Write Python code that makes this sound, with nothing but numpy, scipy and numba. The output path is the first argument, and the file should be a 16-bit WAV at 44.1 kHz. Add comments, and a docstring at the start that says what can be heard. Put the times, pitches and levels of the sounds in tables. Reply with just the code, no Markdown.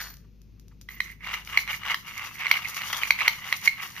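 """Ball transfer unit on concrete

A steel ball transfer unit is pushed to and fro by hand over rough concrete, close up in a bare room.
Grit ticks through the pressed housing, the big ball chatters near 2 kHz and the small bearing balls
fizz in their cup. At pits and turns the ball knocks against its seat in a short burst of bounces.
Room rumble and a mains hum lie underneath."""
import sys
import numpy as np
from scipy import signal
from scipy.fft import rfft, irfft, next_fast_len
from scipy.io import wavfile
from numba import njit

SR = 44100
rng = np.random.default_rng(int(sys.argv[2]) if len(sys.argv) > 2 else 0)


def waveform_to_disk(signal):
    """Save audio, clipped to [-1, 1], as 16-bit WAV at the path in sys.argv[1]."""
    frames = np.transpose(np.atleast_2d(signal))
    scaled = np.clip(frames, -1, 1) * 32767
    samples = np.round(scaled).astype(np.int16)
    wavfile.write(sys.argv[1], SR, samples)


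N = 176400
T = np.arange(N) / SR
FFT_SIZE = next_fast_len(2 * N, real=True)
HZ = np.arange(FFT_SIZE // 2 + 1) * SR / FFT_SIZE
BALL_HZ, BALL_LAG_S, HOUSING_LAG_S = 2170, 0.00008, 0.00004
GRIT_PER_S, GRIT_SPREAD_DB = 1200, 6
BEARING_PER_S, BEARING_SPREAD_DB = 1100, 3.5


def amp(db):
    return 10 ** (np.asarray(db) / 20)


def unit_rms(x):
    return x / np.sqrt(np.mean(x ** 2))


def unit_power(response):
    return response / np.sqrt(np.mean(abs(response) ** 2))


def pan(left_db):
    return amp(np.array([[left_db], [-left_db]]) / 2)


def right_lag(seconds):
    return np.exp(-2j * np.pi * HZ * np.array([[0], [seconds]]))


def through(x, response):
    """Filter by a frequency response."""
    return irfft(rfft(x, FFT_SIZE) * response, FFT_SIZE)[..., :N]


def colour(points):
    """Minimum-phase response of an EQ curve of (freq_hz, gain_db) points."""
    hz, db = np.array(points).T
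    gain = amp(np.interp(np.log(HZ + 1), np.log(hz), db))
    cepstrum = irfft(np.log(gain), FFT_SIZE)
    cepstrum[1:FFT_SIZE // 2] *= 2
    cepstrum[FFT_SIZE // 2 + 1:] = 0
    return np.exp(rfft(cepstrum))


def resonance(hz, width_hz):
    """Band-pass response, gain 1 at the centre."""
    return 1j * HZ * width_hz / (hz ** 2 - HZ ** 2 + 1j * HZ * width_hz)


@njit
def moving_ring(x, hz, width_hz):
    """Band-pass resonance whose centre and width move; it passes unit power."""
    y = np.empty(len(x))
    band_state, low_state = 0., 0.
    for i in range(len(x)):
        tuning, damping = np.tan(np.pi * hz[i] / SR), width_hz[i] / hz[i]
        band = (band_state + tuning * (x[i] - low_state)) / (1 + tuning * (tuning + damping))
        band_state = 2 * band - band_state
        low_state += 2 * tuning * band
        y[i] = damping * band * np.sqrt(SR / np.pi / width_hz[i])
    return y


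def wander(per_s):
    """Smooth random drift of unit spread."""
    knots = np.arange(0, T[-1] + 1, 1 / per_s)
    return unit_rms(np.interp(T, knots, rng.standard_normal(N)[:len(knots)]))


def contacts(per_s, spread_db):
    """Random tiny impacts of uneven strength, at unit power."""
    hits = rng.random(N) < per_s / SR
    polarity = np.sign(rng.standard_normal(N))
    strength = amp(spread_db * np.clip(rng.standard_normal(N), -2, 2))
    return unit_rms(hits * polarity * strength)


def scatter(spread_s=0.001538, far_side_s=0.000734, above_hz=3587):
    """Each patch of the shell delays its treble differently; the path round to the right is longer."""
    paths_s = rng.random(size=(2, 160)) * spread_s + np.array([[0], [far_side_s]])
    knots_hz = np.linspace(0, SR / 2, paths_s.shape[1])
    delay_s = np.array([np.interp(HZ, knots_hz, side) for side in paths_s]) * (HZ > above_hz)
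    return np.exp(-2j * np.pi * np.cumsum(delay_s, axis=1) * SR / FFT_SIZE) * right_lag(HOUSING_LAG_S)


# Room tone EQ: freq_hz, gain_db
RUMBLE_EQ = [(15, -15), (28, -24), (45, -20), (64, -11), (100, -7), (190, -8), (280, -20), (450, -25.5),
             (655, -40.5), (1630, -45), (2250, -41), (2600, -38), (3000, -44), (4000, -43.5), (6400, -44),
             (8100, -70), (13800, -47), (15000, -53)]
# Fader ride of the hum: time_s, level_db
HUM_LEVELS = [(0, -51.5), (1.4, -53.5), (1.7, -54), (2.2, -65.5), (3.3, -59.5), (4, -87)]
def background(hum_hz=51.3):
    """A bed of low room rumble and a fading mains hum with a faint, steady octave."""
    mid, side = unit_rms(through(rng.standard_normal((2, N)), colour(RUMBLE_EQ)))
    rumble = amp(-55.5) * (mid + 0.41 * side * np.array([[1], [-1]]))
    hum_db = np.interp(T, *np.array(HUM_LEVELS).T)
    hum = np.sqrt(2) * amp(hum_db) * np.sin(2 * np.pi * hum_hz * T)
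    octave = amp(-62) * np.sin(4 * np.pi * hum_hz * T)
    return (rumble + hum + octave) * pan(3.5)


SETTLE_DB_PER_S = 187
# Tone of the opening rattle: freq_hz, gain_db
RATTLE_EQ = [(200, -25), (500, -11.5), (900, -4.5), (1300, -0.5), (1750, 3.5), (2400, -3.5), (3500, -5.5),
             (5600, -7), (7000, -30), (9000, -29)]
def settling_rattle():
    """A rattle of the housing dies away as the fingers take hold."""
    force = contacts(GRIT_PER_S, GRIT_SPREAD_DB) * amp(-35 - SETTLE_DB_PER_S * T)
    body = unit_power(colour(RATTLE_EQ) * resonance(1600, width_hz=4300))
    ring = amp(-7) * unit_power(resonance(4210, width_hz=80))
    return through(force, (body + ring) * scatter())


# Free spins: start_s, length_s, level_db
SPINS = [(0, 0.037, -42), (0.065, 0.078, -52), (0.897, 0.056, -51)]
def bearing_whistle(pitch_hz=14270):
    """The bearing balls spin on freely and sing a thin, high whistle."""
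    gate = sum(amp(db) * ((T >= start_s) & (T < start_s + length_s)) for start_s, length_s, db in SPINS)
    force = contacts(BEARING_PER_S, BEARING_SPREAD_DB) * gate
    whistle = unit_power(resonance(pitch_hz, width_hz=94) * resonance(pitch_hz, width_hz=900))
    return through(force, whistle * scatter()) * pan(2)


# Modes of the cup: pitch_hz, width_hz, level_db, pan_left_db
CUP_MODES = [(4330, 170, -7, 16), (5450, 160, -13, -18), (9550, 770, -11, -13), (12200, 130, 0.5, -16.5),
             (14750, 200, 7, -14), (14200, 93, 4, -8)]
def cup_response():
    """The cup and its small balls ring in narrow bands, each leaning to one side."""
    return sum(amp(db) * resonance(hz, width) * pan(left_db) for hz, width, db, left_db in CUP_MODES)


# Single bearing balls dropping against each other: start_s, level_db
TICKS = [(.02, -41), (.1, -36), (.14, -27.5), (.169, -30.5), (0.417, -37.5), (0.597, -33.5), (.682, -35),
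         (.813, -25.5), (.819, -32.5), (1.449, -24), (2.179, -14.5), (2.392, -25), (2.745, -15),
         (2.928, -8.5), (3.615, -20)]
# Tone of the fizz and ticks: freq_hz, gain_db
BEARING_EQ = [(300, -17.5), (1500, -6), (2800, -3), (3600, -0.5), (4800, 2), (6200, 6), (7100, -2.5),
              (8100, -23), (9500, -6), (11000, -5.5), (13200, -5.5), (14500, 5), (16000, -1)]
def bearings(cup_knee_db=-50.5, cup_ratio=0.92):
    """The small balls settle, tick singly and jostle with each push in PUSHES, ringing their cup."""
    time_s, _, _, levels_db = np.array(PUSHES).T
    fizz_db = np.interp(T, time_s, levels_db, left=-120)
    # Above the knee the cup swells less than the fizz.
    cup_db = np.minimum(fizz_db, cup_knee_db + cup_ratio * (fizz_db - cup_knee_db))
    settle = amp(-35.5 - SETTLE_DB_PER_S * T)
    scratches = amp(4.5 * wander(per_s=35))
    jostle, *sides = (unit_rms(contacts(BEARING_PER_S, BEARING_SPREAD_DB) * scratches) for _ in range(3))
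    ticks = np.zeros(N)
    for start_s, level_db in TICKS:
        ticks[int(start_s * SR)] += amp(level_db - 3)
    fizz_force = jostle * (amp(fizz_db - 2) + settle) + 2 * ticks
    cup_force = np.array(sides) * (amp(cup_db) + settle) + ticks
    fizz = through(fizz_force, unit_power(colour(BEARING_EQ)) * scatter()) * pan(2.5)
    return fizz + amp(-1.5) * through(cup_force, unit_power(cup_response()))


# Tone of the housing under fingers or fine grit: freq_hz, gain_db
HOUSING_EQ = [(100, -44.5), (400, -17.5), (700, -14.5), (950, -1.5), (1200, 5.5), (1500, -3.5),
              (2000, -1.5), (2500, -7.5), (2900, -10), (3500, -16), (4500, -17.5), (7000, -21),
              (16000, -51)]
# Soft touches: peak_s, level_db
TOUCHES = [(.247, -65.5), (.58, -76), (0.72, -61)]
def finger_scuffs(swell_s=0.0085):
    """Fingers brush the flange: short, dull scuffs of the housing."""
    envelope = sum(amp(db) * np.exp(-((T - peak_s) / swell_s) ** 2) for peak_s, db in TOUCHES)
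    return through(rng.standard_normal(N) * envelope, unit_power(colour(HOUSING_EQ)) * scatter())


# Fader rides of grit, big ball and bearings, swelling with each push: time_s, rasp_db, ring_db, fizz_db
PUSHES = [(0.87, -100, -98.5, -81), (0.893, -54.5, -39.5, -52.5), (0.98, -65, -42.5, -49),
          (1.03, -62, -45, -47), (1.121, -63.5, -38, -54), (1.18, -83, -74, -74), (1.211, -64, -44.5, -65),
          (1.257, -47, -36, -52.5), (1.342, -32.5, -26.5, -36), (1.4, -47.5, -45, -45.5),
          (1.45, -61.5, -70, -58), (1.51, -42.5, -37, -42.5), (1.56, -41, -31, -36.5),
          (1.6, -43.5, -34, -37.5), (1.654, -59, -62, -56.5), (1.691, -38.5, -27.5, -38.5),
          (1.747, -44, -29, -33.5), (1.785, -53.5, -55, -47), (1.848, -38, -34, -51),
          (1.914, -34, -23.5, -34), (1.99, -61.5, -57, -47.5), (2.049, -56, -51, -69),
          (2.082, -43, -30, -36), (2.12, -50, -40, -47), (2.18, -44.5, -29, -47.5),
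          (2.27, -42.5, -40.5, -38), (2.337, -57, -48.5, -56), (2.419, -39, -23.5, -45),
          (2.5, -40.5, -29, -42.5), (2.568, -38.5, -24, -43), (2.615, -44.5, -40, -47),
          (2.655, -47, -27.5, -46.5), (2.7, -39, -39, -33), (2.727, -48.5, -38.5, -44),
          (2.766, -41, -29.5, -37.5), (2.87, -41.5, -35.5, -39), (2.94, -37, -37, -38),
          (3.05, -37.5, -27, -40.5), (3.09, -43.5, -36, -37.5), (3.16, -49.5, -50, -50),
          (3.206, -32, -19, -45), (3.24, -39.5, -28.5, -38), (3.27, -32.5, -18.5, -37.5),
          (3.289, -42.5, -36, -35), (3.39, -52, -41, -43), (3.46, -42, -35, -45),
          (3.538, -41, -27.5, -36.5), (3.589, -61, -51, -48.5), (3.657, -38.5, -25, -28),
          (3.69, -53, -42, -41.5), (3.76, -55, -41, -62), (3.821, -37.5, -29, -41), (3.93, -59.5, -52, -45),
          (3.979, -43, -34.5, -48.5)]
# The housing's upper resonance, shifting from stroke to stroke: time_s, pitch_hz
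SHELL_PITCH = [(1.3, 2780), (1.95, 2860), (2.42, 2590), (2.54, 2870), (2.65, 2670), (2.8, 2660),
               (2.95, 3400), (3.05, 2860), (3.2, 2570), (3.33, 2970), (3.5, 2770), (3.9, 2780)]
# Tone of the housing under a sharp hit: freq_hz, gain_db
CRACK_EQ = [(100, -45), (400, -16.5), (950, 8), (1500, 6.5), (2300, 2.5), (3200, 4.5), (4300, -5),
            (6000, -4.5), (7800, -34.5), (10000, -24), (14500, -9), (16000, -0.5)]
def rolling(smooth_hz=2060, smooth_width_hz=150, rough_width_hz=310, stiffen_hz_per_db=1.5):
    """Fine grit rasps and coarse grains crack through the housing while the big ball chatters."""
    time_s, rasp_db, ring_db, _ = np.array(PUSHES).T
    grit_db = np.interp(T, time_s, rasp_db, left=-120)
    load_db = np.interp(T, time_s, ring_db, left=-120)
    patches = amp(2.5 * wander(per_s=110))
    grit = unit_rms(contacts(GRIT_PER_S, GRIT_SPREAD_DB) * patches) * amp(grit_db - 1.5)
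    grains = contacts(per_s=150, spread_db=3.5) * amp(grit_db - 2)
    shell_hz = np.interp(T, *np.array(SHELL_PITCH).T)
    shell = moving_ring((grit + grains) * amp(-9), shell_hz, width_hz=np.full(N, 140.))
    # The ball's contact stiffens under load, so its ring rises with its level.
    loaded_hz = BALL_HZ + stiffen_hz_per_db * np.maximum(load_db + 6, -30) + 115 * wander(per_s=30)
    # On smooth floor the ball holds one narrow note; rough floor widens it and lets it move.
    roughness = np.clip((grit_db + 57) / 21, 0, 1)
    ring_hz = smooth_hz + roughness * (loaded_hz - smooth_hz)
    ring_width_hz = smooth_width_hz + roughness * (rough_width_hz - smooth_width_hz)
    chatter = unit_rms(contacts(per_s=1000, spread_db=0.5) * patches) * amp(load_db - 6.5)
    ring = moving_ring(chatter, ring_hz, ring_width_hz)
    rasp = through(grit, unit_power(colour(HOUSING_EQ)) * scatter())
    crackle = through(grains, unit_power(colour(CRACK_EQ)) * scatter())
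    return ((rasp + crackle) * pan(4)
            + through(shell, resonance(2400, width_hz=2800) * right_lag(HOUSING_LAG_S)) * pan(19)
            + through(ring, resonance(BALL_HZ, width_hz=1500) * right_lag(BALL_LAG_S)) * pan(-7.5))


# Knocks in the seat, more crack when harder: start_s, level_db, bounce_hz, length_s, hardness_db
KNOCKS = [(0.888, -27.5, 1986, 0.0047, -7), (1.004, -9.5, 1978, 0.0031, -12),
          (1.245, -29, 2270, 0.0033, -12), (1.273, -23.5, 2000, 0.0012, -3.5),
          (1.339, -20.5, 2070, 0.0041, -3), (1.474, -35.5, 2300, 0.0026, 6.5),
          (1.499, -25, 2110, 0.00049, -8), (1.574, -3.5, 2191, 0.0032, -10.5),
          (1.5907, -17.5, 2070, 0.00081, -13), (1.677, -20, 2130, 0.0011, -7),
          (1.73, -22, 2270, 0.0038, -11), (1.834, -26, 2080, .002, -15),
          (1.8832, -19.5, 1980, 0.0007, -2.5), (1.9015, -20, 2050, 0.00065, -9),
          (1.908, -16, 2050, 0.00068, -9), (1.944, -16.5, 1820, 0.0022, 3.5), (2.403, -33, 2060, 0.002, 4),
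          (2.467, -15.5, 2170, 0.003, -9), (2.513, -5.5, 2207, 0.0034, -1),
          (2.57, -17.5, 2220, 0.0025, -10), (2.647, -23, 2490, 0.0046, -9.5),
          (2.777, -23.5, 2100, 0.001, -3), (2.8185, -20, 2060, 0.00084, 0.5),
          (2.9302, -31, 2003, 0.0081, 14.5), (3.034, -7, 2300, 0.0014, -34),
          (3.1066, -5.5, 2260, 0.00244, 0.5), (3.189, -19, 2010, 0.005, -22),
          (3.2069, -9.5, 2090, 0.00091, -29), (3.219, -22, 2120, 0.0015, -5),
          (3.2792, -6, 2154, 0.0028, 0.5), (3.5259, -8.5, 2030, 0.0025, -4),
          (3.6754, -4, 2170, 0.0063, -14.5), (3.965, -24, 1820, 0.0026, -16)]
def ball_knocks(max_bounces=24, first_accent=1.5, crack_decay_s=0.006):
    """The ball lands hard and bounces rapidly, pumping its ring; the first contacts crack the housing."""
    bounces, cracks = np.zeros(N), np.zeros(N)
    for start_s, level_db, bounce_hz, length_s, hardness_db in KNOCKS:
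        age_s = np.arange(max_bounces) / bounce_hz
        strength = amp(level_db) * np.clip((length_s - age_s) * bounce_hz, 0, 1)
        samples = ((start_s + age_s) * SR).astype(int)
        bounces[samples] += strength * np.where(age_s == 0, first_accent, 1)
        jitter = (age_s > 0) * rng.integers(-4, 5, max_bounces)
        cracks[samples + jitter] += strength * amp(hardness_db) * np.exp(-age_s / crack_decay_s)
    ball = resonance(BALL_HZ, width_hz=730) * resonance(BALL_HZ, width_hz=1560) * SR / BALL_HZ / 2
    housing = 2 * unit_power((colour(CRACK_EQ) + amp(-13.5) * cup_response()) * scatter())
    return (through(bounces, ball * right_lag(BALL_LAG_S)) * pan(-5.5) * amp(-3)
            + through(cracks, housing) * pan(1.5) * amp(5.5))


def flange_clinks(pitch_hz=4071, t60_s=0.12):
    """Each knock leaves a brief, bright ring in the flange, louder when the contact is hard."""
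    blows = np.zeros(N)
    for start_s, level_db, _, _, hardness_db in KNOCKS:
        blows[int(start_s * SR)] += amp(level_db - 23.5 + 0.25 * hardness_db)
    ring = np.sin(2 * np.pi * pitch_hz * T) * amp(-60 * T / t60_s)
    return through(blows, rfft(ring, FFT_SIZE)) * pan(7.5)


def room(dry, low_t60_s=0.31, treble_t60_s=0.24, crossover_hz=4000, build_s=0.00029, echo_s=0.014):
    """One near reflection and a short diffuse tail that dies sooner in the treble."""
    noise = rng.standard_normal((2, N))
    low = through(noise, 1 / (1 + (HZ / crossover_hz) ** 2))
    tail = low * amp(-60 * T / low_t60_s) + (noise - low) * amp(7.5 - 60 * T / treble_t60_s)
    tail *= 1 - np.exp(-T / build_s)
    echo = amp(-24.5) * np.exp(-2j * np.pi * HZ * echo_s)
    return through(dry, amp(-6.5) * unit_power(rfft(tail, FFT_SIZE)) + echo)


def scene():
    """The unit up close, its room reverb and the background bed."""
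    close = rolling() + bearings() + ball_knocks() + flange_clinks()
    close = close + settling_rattle() + bearing_whistle() + finger_scuffs()
    return close + room(close) + background()


def record(dry, mic_top_hz=14430, cutoff_hz=16000):
    """The microphone rolls off steeply on top; a soft clip rounds the peaks ahead of a high cut."""
    heard = through(dry, 1 / np.sqrt(1 + (HZ / mic_top_hz) ** 200))
    rounded = heard / (1 + heard ** 6) ** (1 / 6)
    high_cut = signal.ellip(8, .2, 80, cutoff_hz, fs=SR, output="sos")
    return signal.sosfilt(high_cut, rounded)


dry = scene()
out = record(dry)
waveform_to_disk(out)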